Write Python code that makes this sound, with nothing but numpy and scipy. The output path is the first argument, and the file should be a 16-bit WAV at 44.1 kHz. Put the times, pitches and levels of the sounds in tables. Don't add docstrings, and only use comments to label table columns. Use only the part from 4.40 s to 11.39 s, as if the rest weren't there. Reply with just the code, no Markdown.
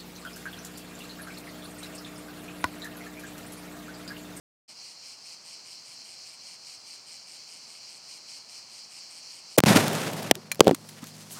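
import sys
import numpy as np
from scipy import signal
from scipy.fft import rfft, irfft, next_fast_len
from scipy.io import wavfile

SR = 44100
rng = np.random.default_rng(int(sys.argv[2]) if len(sys.argv) > 2 else 0)


def inscribe(sig):
    pcm = np.round(np.clip(np.atleast_2d(sig).T, -1, 1) * 32767)
    wavfile.write(sys.argv[1], SR, pcm.astype(np.int16))


N = 308259

# start in seconds, level in dB, decay time in seconds.
SHOCK_FRONTS = [(5.1873, -2, 0.0049), (5.191, 3.5, 0.00012), (5.2039, 0, 0.000077), (5.2375, -0.5, 0.0048),
                (5.2431, -15, .00005), (5.253, -17, 0.0001), (5.2736, -8.5, 0.00067), (5.3607, -1.5, .0002),
                (5.3637, -6, 0.00037), (5.3704, -2, 0.00023)]
# frequency in Hz, relative level in dB.
ROAR_BODY = [(30, -36), (60, -28), (88, -24), (106, -6.5), (160, 0.5), (230, -2.5), (300, -6), (400, -5),
             (580, -4.5), (900, -8.5), (1250, -14.5), (1800, -47)]
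# frequency in Hz, relative level in dB.
ROAR_HISS = [(600, -25), (1000, -10), (1400, 0.5), (1900, -2), (2600, -4), (4000, -7), (6000, -9),
             (8000, -11.5), (10500, -13.5), (14500, -20.5), (16000, -36)]
# pitch in Hz, relative level in dB.
DRONE_TONES = [(108, -59), (157, -54.5), (203, -58), (239, -60)]
# centre in seconds, level in dB, pitch in Hz.
WALL_BOOMS = [(5.27, -12.5, 171), (5.284, -13, 161), (5.309, -9.5, 190), (5.3625, -12.5, 262)]
# start in seconds, thud level in dB, pitch in Hz,
# rise time in seconds, crack level in dB.
DEBRIS_HITS = [(5.912, -4, 560, 0.00096, 0), (5.9132, -14.5, 168, 0.0029, -28),
               (5.962, -39, 370, .012, -56), (6.1947, -17, 480, 0.0015, -29),
               (6.2057, -2, 1027, 0.001, 1.5), (6.2071, 2.5, 432, 0.0019, -11),
               (6.2706, -0.5, 545, 0.0011, -16.5), (6.2795, -0.5, 377, 0.001, -14.5),
               (6.293, -6, 570, 0.00089, -26), (6.311, -3.5, 360, 0.00096, -21.5),
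               (6.3155, -18, 330, 0.005, -40), (6.329, -19.5, 284, 0.005, -42),
               (6.449, -46, 600, .002, -42), (6.626, -32, 241, 0.005, -43), (6.909, -45, 700, .002, -36)]
# start in seconds, level in dB, seconds to fall 60 dB.
CHIP_TICKS = [(5.481, -17, 0.014), (5.552, -25, .009), (5.733, -24, 0.016), (5.83, -27, .012),
              (5.9541, -19.5, 0.0042), (6.1463, -30, 0.0097), (6.1564, -28, .004), (6.245, -28, 0.0075),
              (6.3467, -21, 0.018), (6.489, -36, .06), (6.6415, -31, .008), (6.67, -33.5, .012)]
# pitch in Hz, relative level in dB, seconds to fall 60 dB.
FRAGMENT_MODES = [(1760, -25, .036), (2360, -0.5, 0.038), (2450, -3.5, 0.026), (4160, -5, 0.046),
                  (6600, -9, 0.042), (7070, -5, 0.037), (9302, -6, 0.033), (10600, -17, .03)]
# frequency in Hz, relative level in dB.
RUSTLE_COLOUR = [(80, -14), (300, 6.5), (700, -6), (1500, -1.5), (3500, -1), (6000, 1), (9500, -2.5),
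                 (13000, -10), (16000, -14)]
# centre in seconds, rms level at the crest in dB,
# spread in seconds, band centre in Hz, bandwidth in Hz.
HANDLING_SCRAPES = [(6.581, -52, 0.015, 1600, 1500), (6.638, -47.5, 0.011, 980, 1090),
                    (6.68, -49.5, .018, 4000, 8000), (6.926, -41.5, 0.012, 9450, 6000),
                    (6.968, -48, 0.037, 5500, 5000), (6.982, -48.5, 0.019, 1140, 400)]
# centre in Hz, bandwidth in Hz, relative level in dB.
CICADA_RESONANCES = [(2350, 610, -2), (2970, 630, -2.5), (4900, 1400, 3), (7040, 1400, -5),
                     (8260, 1360, -0.5), (8930, 640, -4), (11900, 2600, -17.5)]
# frequency in Hz, relative level in dB.
CHORUS_COLOUR = [(200, -66), (1800, -24), (2300, -12), (3100, -14.5), (3700, -24.5), (4150, 0),
                 (4700, -0.5), (5500, -3), (6300, -8.5), (7500, -13.5), (9300, -20.5), (10200, -28),
                 (15500, -36.5)]
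# frequency in Hz, relative level in dB.
AIR_COLOUR = [(30, -42), (55, -30), (75, -14), (110, -1.5), (210, -1), (400, -3.5), (750, 1), (1100, -0.5),
              (1600, -6), (3500, -10.5), (12000, -35)]
# start in seconds, recovery in seconds.
BED_CHOKES = [(5.167, 0.067), (5.911, 0.04)]

OPEN_S, BLAST_S, ROAR_S = 0.2784, 5.1765, 5.259


def rupture(swing_hz=850, glide_s=0.00916, swing_db=-2, gas_db=-8, gas_peak_s=0.009):
    t, out = moment(), np.zeros(N)
    pitch = swing_hz * np.exp(-t / glide_s)
    bulge = np.exp(-np.abs(t - .0052) / .0018)
    swing = bulge * np.sin(2 * np.pi * np.cumsum(pitch) / SR)
    jet = np.exp(np.minimum((t - gas_peak_s) / 0.0026, (gas_peak_s - t) / 0.002))
    gas = jet * rng.standard_normal(len(t))
    add(out, BLAST_S, from_db(swing_db) * swing + from_db(gas_db) * gas)
    return cut(out, 130, "high")


def shocks(mic_hz=165, mic_width_hz=135):
    fronts = np.zeros(N)
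    for s, db, decay_s in SHOCK_FRONTS:
        add(fronts, s, from_db(db) * np.exp(-moment() / decay_s))
    r = np.exp(-np.pi * mic_width_hz / SR)
    feedback = [1, -2 * r * np.cos(2 * np.pi * mic_hz / SR), r * r]
    swung = signal.lfilter([1, -2, 1], feedback, fronts + 1e-18)
    return cut(swung, 95, "high")


def roar(flicker_db=2.5):
    body = noise(ROAR_BODY)
    body *= roar_envelope(pit_db=-23.5, flare_db=-24, tail_db=-23.5, fall_db_per_s=25, rest_db=-58.5)
    hiss = noise(ROAR_HISS, grain_db=3) * from_db(flicker_db * drift(120)) + grit()
    hiss *= roar_envelope(pit_db=-28.5, flare_db=-17, tail_db=-25.5, fall_db_per_s=28.5, rest_db=-70)
    hum = drone() * roar_envelope(pit_db=24, flare_db=15, tail_db=17.5, fall_db_per_s=16, rest_db=-1)
    return cut((body + hiss + hum) * fade_in(ROAR_S, 0.0015), 88, "high", order=4)


def roar_envelope(pit_db, flare_db, tail_db, fall_db_per_s, rest_db):
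    pit = from_db(pit_db) * (1 - fade_in(5.385, 0.034))
    flare = from_db(flare_db) * swell(5.368, 0.006)
    duck_db = -12.5 * fade_in(5.912, 0.085)
    tail = from_db(tail_db - fall_db_per_s * since(ROAR_S) + duck_db)
    return np.sqrt(pit ** 2 + flare ** 2 + tail ** 2 + from_db(rest_db) ** 2)


def drone(waver_hz=2.52, waver_db=0.5):
    out = np.zeros(N)
    for hz, db in DRONE_TONES:
        turns = np.cumsum(hz + waver_hz * drift(25)) / SR + rng.random()
        out += from_db(db + waver_db * drift(16)) * np.sqrt(2) * np.sin(2 * np.pi * turns)
    return out


def wall_echoes(spread_s=0.0038):
    return sum(from_db(db) * np.sin(2 * np.pi * hz * (since(0) - s)) * swell(s, spread_s)
               for s, db, hz in WALL_BOOMS)


def thuds(bump_db=-14, bump_hz=155, bump_t60=0.034, shudder_db=-6, edge_db=-11):
    t, out = moment(), np.zeros(N)
    bump = from_db(bump_db - 60 * t / bump_t60) * np.sin(2 * np.pi * bump_hz * t)
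    for s, db, hz, rise_s, crack_db in DEBRIS_HITS + tumble():
        punch = t / rise_s * np.exp((1 - (t / rise_s) ** 2) / 2)
        thud = -np.sin(2 * np.pi * hz * t) * punch
        shudder = from_db(shudder_db) * cut(burst(t60=0.033), 800, "low")
        snap = burst(t60=0.0083)
        crack = 2 * resonate(snap, 2400, width_hz=2200) + from_db(edge_db) * snap
        add(out, s, from_db(db) * (thud + shudder + bump) + from_db(crack_db) * crack)
    return cut(out, 105, "high")


def tumble(from_s=6.224, loudest_s=6.281, to_s=6.302, per_s=120, faint_db=-26, loud_db=-15):
    rise_s, crack_db, spread_s, knock_hz = 0.0016, -15, 0.012, 430
    grid = np.arange(from_s, to_s, 1 / per_s)
    late, size, detune = rng.standard_normal((len(grid), 3)).T
    crest = np.exp(-((grid - loudest_s) / spread_s) ** 2 / 2)
    starts = grid + .2 * late / per_s
    levels = faint_db + (loud_db - faint_db) * crest + 1.5 * size
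    pitches = knock_hz * np.exp(.2 * detune)
    return [(s, db, hz, rise_s, db + crack_db) for s, db, hz in zip(starts, levels, pitches)]


def chips(clink_s=6.1162, clink_db=-22.5, crack_db=3):
    t, out = moment(), np.zeros(N)
    for s, db, t60 in CHIP_TICKS:
        add(out, s, from_db(db) * burst(t60))
    ring = sum(from_db(db - 60 * t / t60) * np.sin(2 * np.pi * hz * t) for hz, db, t60 in FRAGMENT_MODES)
    crack = from_db(crack_db) * burst(t60=0.032)
    add(out, clink_s, from_db(clink_db) * (ring + crack))
    return cut(cut(out, 900, "high"), 11000, "low", order=1)


def grit(per_s=70, level_db=-2, spread_db=5, t60=0.0045):
    sizes = from_db(spread_db * np.minimum(rng.exponential(1, N), 3))
    hits = (rng.random(N) < per_s / SR) * sizes
    decays = signal.lfilter([1], [1, -from_db(-60 / (t60 * SR))], hits + 1e-18)
    crackle = cut(decays * rng.standard_normal(N), 1500, "high")
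    return from_db(level_db) * crackle * fade_in(ROAR_S, 0.4)


def rustle(start_s=6.0, start_db=-59, rise_db_per_s=9, flicker_db=2, sand_db=-4):
    growth = from_db(start_db + rise_db_per_s * since(start_s)) * fade_in(start_s, .3)
    handling = noise(RUSTLE_COLOUR, grain_db=3.5) * from_db(flicker_db * drift(70))
    out = growth * (handling + from_db(sand_db) * grit())
    for s, db, spread_s, hz, width_hz in HANDLING_SCRAPES:
        scrape = rms_one(resonate(rng.standard_normal(N), hz, width_hz))
        out += from_db(db) * swell(s, spread_s) * scrape
    return out


def near_cicada(tymbal_hz=84.6, song_db=-50, rest_db=-12, vary_db=0.8, second_tymbal_db=-3):
    singing = phrasing(per_s=4.92, peak_s=0.078, edge=3.7, unsteady_s=0.0034)
    effort = (singing + from_db(rest_db) * (1 - singing)) * from_db(vary_db * drift(3.99))
    strokes = np.cumsum(2 * tymbal_hz * (1 + .02 * drift(15))) / SR
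    clicks = np.exp(-3.6 * (strokes % 1)) * from_db(second_tymbal_db * (np.floor(strokes) % 2))
    drive = clicks + 0.28
    song = np.zeros(N)
    for hz, width_hz, db in CICADA_RESONANCES:
        rasp = drive * rng.standard_normal(N)
        song += from_db(db) * resonate(resonate(rasp, hz, width_hz), hz, width_hz)
    return from_db(song_db) * effort * rms_one(song)


def far_cicadas(chorus_db=-50.3, phrase_db=4, vary_db=0.6, flutter_db=0.5):
    singing = phrasing(per_s=4.29, peak_s=0.2, edge=1.1, unsteady_s=.004)
    chorus = noise(CHORUS_COLOUR)
    level_db = chorus_db + phrase_db * singing + vary_db * drift(14) + flutter_db * drift(160)
    return chorus * from_db(level_db)


def phrasing(per_s, peak_s, edge, unsteady_s):
    beat = np.cos(2 * np.pi * per_s * (since(0) - peak_s + unsteady_s * drift(3)))
    return (1 + np.tanh(edge * beat) / np.tanh(edge)) / 2


def countryside(air_db=-61, far_hush_db=-9, near_hush_db=-16):
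    after = fade_in(BLAST_S, .02)
    far = far_cicadas() * from_db(far_hush_db * after)
    near = near_cicada() * from_db(near_hush_db * after)
    return far + near + from_db(air_db) * noise(AIR_COLOUR)


def choke(depth_db=-43, attack_s=0.0046, linger=1.4):
    dip = sum(fade_in(s, attack_s) * (1 - fade_in(s, recovery_s) ** linger)
              for s, recovery_s in BED_CHOKES)
    return from_db(depth_db * dip)


def from_db(db):
    return 10 ** (np.asarray(db) / 20)


def rms_one(x):
    return x / np.sqrt(np.mean(x ** 2) + 1e-20)


def since(s):
    return np.maximum(np.arange(N) / SR - s, 0)


def moment():
    return np.arange(SR // 8) / SR


def fade_in(s, length_s):
    return np.minimum(since(s) / length_s, 1)


def swell(s, spread_s):
    return np.exp(-((since(0) - s) / spread_s) ** 2 / 2)


def drift(per_s):
    knots = rng.standard_normal(4000)
    return np.interp(since(0) * per_s, np.arange(len(knots)), knots)


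def noise(colour, grain_db=0):
    hz, db = np.transpose(colour)
    size = next_fast_len(N)
    white = rng.standard_normal(size) * from_db(grain_db * np.minimum(rng.exponential(1, size), 7))
    bins_hz = np.maximum(np.arange(size // 2 + 1) * SR / size, 1)
    eq = from_db(np.interp(np.log(bins_hz), np.log(hz), db))
    return rms_one(irfft(rfft(white) * eq, size)[:N])


def burst(t60):
    t = moment()
    return rng.standard_normal(len(t)) * from_db(-60 * t / t60)


def cut(x, hz, kind, order=2):
    sections = signal.butter(order, np.minimum(hz, .45 * SR), kind, fs=SR, output="sos")
    return signal.sosfilt(sections, x + 1e-18)


def resonate(x, hz, width_hz):
    r = np.exp(-np.pi * width_hz / SR)
    feedback = [1, -2 * r * np.cos(2 * np.pi * hz / SR), r * r]
    return signal.lfilter(np.array([1, 0, -1]) * (1 - r * r) / 2, feedback, x + 1e-18)


def add(out, s, sound):
    at = round(s * SR)
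    out[at:at + len(sound)] += sound[:max(N - at, 0)]


def scene():
    bed = (countryside() + roar() + rustle()) * choke() * fade_in(OPEN_S, 0.016)
    return (bed + rupture() + shocks() + wall_echoes() + thuds() + chips())[None]


def record(dry):
    clipped = np.clip(dry, -.97, .97)
    return signal.sosfilt(signal.cheby2(14, 55, 16800, fs=SR, output="sos"), clipped)


dry = scene()
out = record(dry)
inscribe(out)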